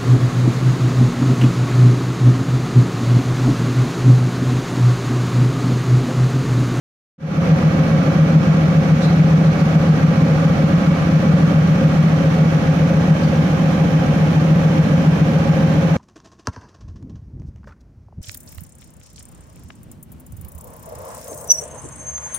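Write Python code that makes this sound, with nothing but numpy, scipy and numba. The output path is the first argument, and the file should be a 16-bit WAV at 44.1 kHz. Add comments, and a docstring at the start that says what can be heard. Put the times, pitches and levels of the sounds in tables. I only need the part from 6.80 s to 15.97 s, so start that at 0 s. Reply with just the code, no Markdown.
"""A throbbing diesel boom fades in: a bus idles, heard from inside, and its uneven firings ring the
exhaust pipe and the cabin air and buzz loose panels. Over the cabin rumble a floor heater runs: its fan
motor hums, whirs once a turn and blows air through a steel box. Loose sheet metal gives a few light
rattles. The hand-held phone turns from heater to window, and its gain control ducks on the throbs."""
import sys
import numpy as np
from scipy import signal
from scipy.fft import rfft, irfft
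from scipy.io import wavfile
from scipy.ndimage import uniform_filter1d
from numba import njit

SR = 44100
rng = np.random.default_rng(int(sys.argv[2]) if len(sys.argv) > 2 else 0)


def waveform_to_disk(signal):
    """Save audio, clipped to [-1, 1], as 16-bit WAV at the path in sys.argv[1]."""
    frames = np.transpose(np.atleast_2d(signal))
    scaled = np.clip(frames, -1, 1) * 32767
    samples = np.round(scaled).astype(np.int16)
    wavfile.write(sys.argv[1], SR, samples)


N = 404397
TIME = np.arange(N) / SR
FREQS = np.maximum(np.fft.rfftfreq(N, 1 / SR), 1)

# idle speed: (time [s], four-stroke cycle rate [Hz])
IDLE_SPEED = [(0, 7.148), (2.6, 7.153), (3.6, 7.169), (5.8, 7.153), (7.8, 7.117), (9.17, 7.123)]
# the uneven firings: (place in the cycle [0-1], exhaust strength [dB], knock strength [dB])
CYLINDERS = [(.12, -1.2, -2), (.456, 0, -6), (.668, -1, 1), (.932, -2.5, -2)]
# two close air modes of the cabin: (pitch [Hz], width [Hz], relative level [dB])
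AIR_MODES = [(157.6, 9, 0), (176.9, 9, -2.6)]
# the engine rocks on its mounts: (rate [per cycle], swing [dB], place of the crest in the cycle [0-1])
ROCKING = [(1, 1.8, .28), (2, 1.5, .18)]
# the boom eases for a moment: (time [s], half length [s], depth [dB])
BOOM_LULLS = [(.85, 0.33, -3.5), (3.856, 0.32, -4), (6.8, 0.45, -3)]
# body panels rung by the firings: (pitch [Hz], width [Hz], relative level [dB])
PANEL_MODES = [(192.54, 2.14, 5), (228.6, 7.6, 5), (285.5, 18, -4), (531.8, 10.1, 2.5), (553, 7.2, 1)]
# the engine shakes the body: (order [x cycle rate], level [dB])
SHAKE_ORDERS = [(4, -55), (6, -59), (9, -48.5), (10, -38.5), (12, -33), (14, -40.5), (16, -30)]
# fan motor hum: (order [x shaft rate], level [dB])
FAN_ORDERS = [(1, -52), (5, -36), (6, -32.5), (7, -42), (8, -64), (13, -43.5), (14, -46), (28, -64.5),
              (30, -57), (31, -62.5), (36, -49), (56, -54)]
# rushing air: (frequency [Hz], left density [dB/Hz], right density [dB/Hz])
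AIR_SPECTRUM = [(60, -96, -93.5), (330, -54, -58.5), (700, -66, -61.5), (900, -61.5, -64.5),
                (1190, -62, -58), (1610, -66, -61.5), (1850, -67.5, -67), (2500, -72, -65.5),
                (3440, -78, -72.5), (4920, -77.5, -78), (5700, -78.5, -76), (6600, -92, -78.5),
                (7700, -91, -91.5), (11000, -95, -92), (15500, -99, -99)]
# resonances and dips of the heater box and its corner:
# (centre [Hz], width [Hz], lift facing the heater [dB], lift facing the window [dB])
BOX_RESONANCES = [(825, 230, -3.5, 2.5), (1160, 120, 1.5, -1), (1350, 200, 1.5, -2.5), (1700, 70, 2, 2),
                  (2262, 88, 6, 2), (2460, 53, -3.5, -1), (3090, 51, -2, 4), (4470, 130, 5, -0.5),
                  (4900, 540, -2.5, -3), (7160, 200, 4, 5.5), (11600, 1400, -1, 2)]
# cabin rumble: (frequency [Hz], density [dB/Hz])
RUMBLE_SPECTRUM = [(15, -76.5), (50, -72), (80, -53.5), (125, -54), (162, -39.5), (205, -42.5), (250, -52),
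                   (300, -49.5), (360, -61.5), (430, -57.5), (510, -52), (610, -59), (760, -57),
                   (950, -70.5)]
# tones of the running bus: (pitch [Hz], level [dB], lift facing the window [dB], pitch wander [ratio])
BUS_TONES = [(35.6, -46.5, 0.5, .002), (826, -45.5, 4.5, .0012), (1944, -46.5, -4.5, .003)]
# light rattles of loose sheet metal: (time [s], half length [s], drive [dB], ring pitch [Hz])
RATTLES = [(2.238, 0.021, -34, 4000), (2.662, 0.018, -43, 4020), (2.8, 0.016, -43, 4500),
           (6.439, 0.013, -39, 4580)]
# where the phone points: (time [s], aim [0 heater - 1 window])
PHONE_AIM = [(4.4, 0.2), (6.8, 1)]


def undb(db):
    """Decibels to gain."""
    return 10 ** (np.asarray(db) / 20)


def level(x, db):
    """Scale to an rms level."""
    return x * undb(db) / np.sqrt(np.mean(x ** 2))


def drift(rate_hz):
    """Smooth random movement with a spread of 1."""
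    return level(irfft(rfft(rng.standard_normal(N)) * np.exp(-(FREQS / rate_hz) ** 2), N), 0)


def bump(centre_s, half_s):
    """A smooth rise and fall, 1 at its centre."""
    return np.exp(-((TIME - centre_s) / half_s) ** 2)


def ring(x, hz, width_hz):
    """A resonance with gain 1 at its centre."""
    return signal.lfilter(*signal.iirpeak(hz, hz / width_hz, fs=SR), x)


def curve(hz, db):
    """An EQ curve: points joined on a log-frequency axis."""
    return np.interp(np.log(FREQS), np.log(hz), db)


def colour(white, db):
    """Give unit white noise a density in dB per Hz."""
    return irfft(rfft(white) * undb(db), N) * np.sqrt(SR / 2)


def tone(turns, hz, db, diffuse_hz=1100):
    """A stereo sine whose phase spreads wider with pitch, up to diffuse_hz."""
    apart = min(hz / diffuse_hz, 1) ** 2 * rng.choice([-1, 1]) * np.pi / 4
    phase = 2 * np.pi * (turns + rng.random())
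    return undb(db) * np.sqrt(2) * np.sin(phase + np.array([[apart], [-apart]]))


def pan(x, db):
    """Lean to the left by db."""
    return x * undb(np.array([[db], [-db]]) / 2)


def firings(cycle, strength_db, scatter_db, jitter_s):
    """One pulse per cylinder per cycle, each a little off in strength and time."""
    place = np.array(CYLINDERS)[:, 0]
    cycles = np.arange(int(cycle[-1]) + 1)
    chance = rng.standard_normal((len(cycles) * len(place), 2))
    due_s = np.interp((cycles[:, None] + place).ravel(), cycle, TIME, right=2 * TIME[-1])
    fired_s = due_s + jitter_s * chance[:, 0]
    strength = undb(np.tile(strength_db, len(cycles)) + scatter_db * chance[:, 1])
    return np.bincount(np.abs(fired_s * SR).astype(int), strength, N)[:N]


def boom(pulses, cycle, aim, base_db=-13, window_db=-1.5):
    """Exhaust pulses ring the pipe and the cabin air; the level throbs as the engine rocks."""
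    pipe = ring(pulses, hz=163, width_hz=27)
    # each firing adds to or cancels what still rings, so the boom swells once a cycle
    cabin_air = sum(undb(db) * ring(pipe, hz, width) for hz, width, db in AIR_MODES)
    throb_db = sum(db * np.cos(2 * np.pi * order * (cycle - crest)) for order, db, crest in ROCKING)
    lull_db = sum(db * bump(s, half) for s, half, db in BOOM_LULLS)
    return level(cabin_air, base_db) * undb(window_db * aim + throb_db + lull_db - 0.04 * drift(1.2))


def panel_buzz(knocks):
    """Engine knock sets the body panels ringing."""
    modes = sum(undb(db) * ring(ring(knocks, hz, width), hz, 5 * width) for hz, width, db in PANEL_MODES)
    return level(modes, -25.5)


def body_shake(cycle, thump_place=0.4826):
    """The crankshaft shakes the body; its even orders fall into step once a crank turn, a soft thump."""
    phase = 2 * np.pi * (cycle - thump_place)
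    orders = sum(undb(db + 0.61 * drift(0.89)) * np.cos(order * phase) for order, db in SHAKE_ORDERS)
    return np.sqrt(2) * orders


def engine(aim):
    """The idling diesel: boom, buzz and shake, all locked to one four-stroke cycle."""
    cycle = np.cumsum(np.interp(TIME, *np.transpose(IDLE_SPEED))) / SR
    _, exhaust_db, knock_db = np.transpose(CYLINDERS)
    pulses = firings(cycle, exhaust_db, scatter_db=2.6, jitter_s=0.00024)
    low_boom = boom(pulses, cycle, aim)
    knocks = firings(cycle, knock_db, scatter_db=2.5, jitter_s=0.00028)
    return pan(low_boom, 1) + pan(panel_buzz(knocks), -.5) + body_shake(cycle)


def standing_waves(spacing_hz, depth_db):
    """The cabin's steady ripple of peaks and dips in dB, different at each microphone."""
    ripple = rng.standard_normal((2, N // 100))
    return depth_db * np.array([np.interp(FREQS / spacing_hz, np.arange(len(r)), r) for r in ripple])


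def heater_box(air, aim):
    """Steel box and cabin colour the airflow; turning the phone crossfades the resonances."""
    hz, left_db, right_db = np.transpose(AIR_SPECTRUM)
    air_db = np.array([curve(hz, left_db), curve(hz, right_db)])
    air_db += standing_waves(spacing_hz=21.99, depth_db=2.07)
    centre, width, heater_db, window_db = np.transpose(BOX_RESONANCES)
    peaks = 1 / (1 + (2 * (FREQS[:, None] - centre) / width) ** 2)
    facing_heater = colour(air, air_db + peaks @ heater_db)
    facing_window = colour(air, air_db + peaks @ window_db)
    return (1 - aim) * facing_heater + aim * facing_window


def heater_fan(aim, shaft_hz=44.77, whir_db=-15):
    """The motor hums and drives fluttering air that partly repeats on each turn."""
    turns = np.cumsum(shaft_hz * (1 + 0.001217 * drift(1.48))) / SR
    hum = sum(tone(order * turns, order * shaft_hz, db + 2 * drift(7.7)) for order, db in FAN_ORDERS)
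    # brushes and bearings rub over the same surface on every turn
    surface = rng.standard_normal((2, int(SR / shaft_hz)))
    whir = surface[:, (turns % 1 * surface.shape[1]).astype(int)]
    air = level(rng.standard_normal((2, N)) + undb(whir_db) * whir, 0)
    flutter_db = .35 * np.sin(2 * np.pi * turns) + .25 * np.sin(2 * np.pi * 3 * turns)
    air *= undb(flutter_db + 0.28 * drift(60) + 0.14 * drift(24))
    return pan(hum, -1) + heater_box(air, aim)


def cabin_rumble(diffuse_hz=320, side_db=-10, rolloff_hz=1300):
    """A dark bed of noise, near mono in the bass and wider above."""
    mid_db = curve(*np.transpose(RUMBLE_SPECTRUM)) - 20 * np.log10(1 + (FREQS / rolloff_hz) ** 4)
    width_db = side_db + 40 * np.log10(np.minimum(FREQS / diffuse_hz, 1))
    mid = colour(rng.standard_normal(N), mid_db)
    side = colour(rng.standard_normal(N), mid_db + width_db)
    return pan(np.array([mid + side, mid - side]), -2.45)


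def bus_tones(aim):
    """A low drone and two thin whines of the running bus waver in pitch and level."""
    out = 0
    for hz, db, window_db, wander in BUS_TONES:
        turns = np.cumsum(hz * (1 + wander * drift(5.76))) / SR
        out += tone(turns, hz, db + aim * window_db + 0.89 * drift(4))
    return out


def rattles(decay_s=0.087, rub_gain_db=11.5, tail_gain_db=22, scrape_gain_db=4):
    """Loose sheet metal rubs: a short gritty scrape, and a thin ring that outlasts it."""
    grit = ring(rng.standard_normal((2, N)), hz=4300, width_hz=3500)
    out = 0
    for s, half, db, hz in RATTLES:
        swell = undb(db) * bump(s, half)
        tail = signal.lfilter([1 / (decay_s * SR)], [1, -np.exp(-1 / (decay_s * SR))], swell)
        drive = undb(rub_gain_db) * swell + undb(tail_gain_db) * tail
        metal = ring(grit * drive + 1e-18, hz, width_hz=270)
        scrape = ring(grit * swell + 1e-18, hz=5200, width_hz=2500)
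        out += metal + undb(scrape_gain_db) * scrape
    return out


def scene():
    """The stereo mix inside the bus as the phone turns towards the window."""
    aim = np.clip(np.interp(TIME, *np.transpose(PHONE_AIM)), 0, 1)
    return engine(aim) + heater_fan(aim) + cabin_rumble() + bus_tones(aim) + rattles()


@njit
def follow(x, attack, release):
    """Peak follower with a quick rise and a slower fall."""
    out, envelope = np.empty(len(x)), 0.
    for i in range(len(x)):
        envelope += (x[i] - envelope) * (attack if x[i] > envelope else release)
        out[i] = envelope
    return out


def record(dry, knee_db=-10, squeeze=0.44, makeup_db=1, attack_s=0.00053, release_s=0.024,
           start_s=0.38, fade_s=0.3, top_hz=15500):
    """The phone fades in, ducks the loudest throbs and cuts the top."""
    peak = follow(np.abs(dry).max(axis=0), 1 / (attack_s * SR), 1 / (release_s * SR))
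    duck = np.minimum(undb(knee_db) / (peak + 1e-9), 1) ** squeeze
    gain = uniform_filter1d(duck, size=512) * undb(makeup_db)
    fade_in = np.clip((TIME - start_s) / fade_s, 0, 1)
    fade_out = np.minimum((TIME[-1] - TIME) / .004, 1)
    high_cut = signal.ellip(10, .1, 80, top_hz, fs=SR, output="sos")
    return signal.sosfilt(high_cut, dry * gain * fade_in * fade_out)


dry = scene()
out = record(dry)
waveform_to_disk(out)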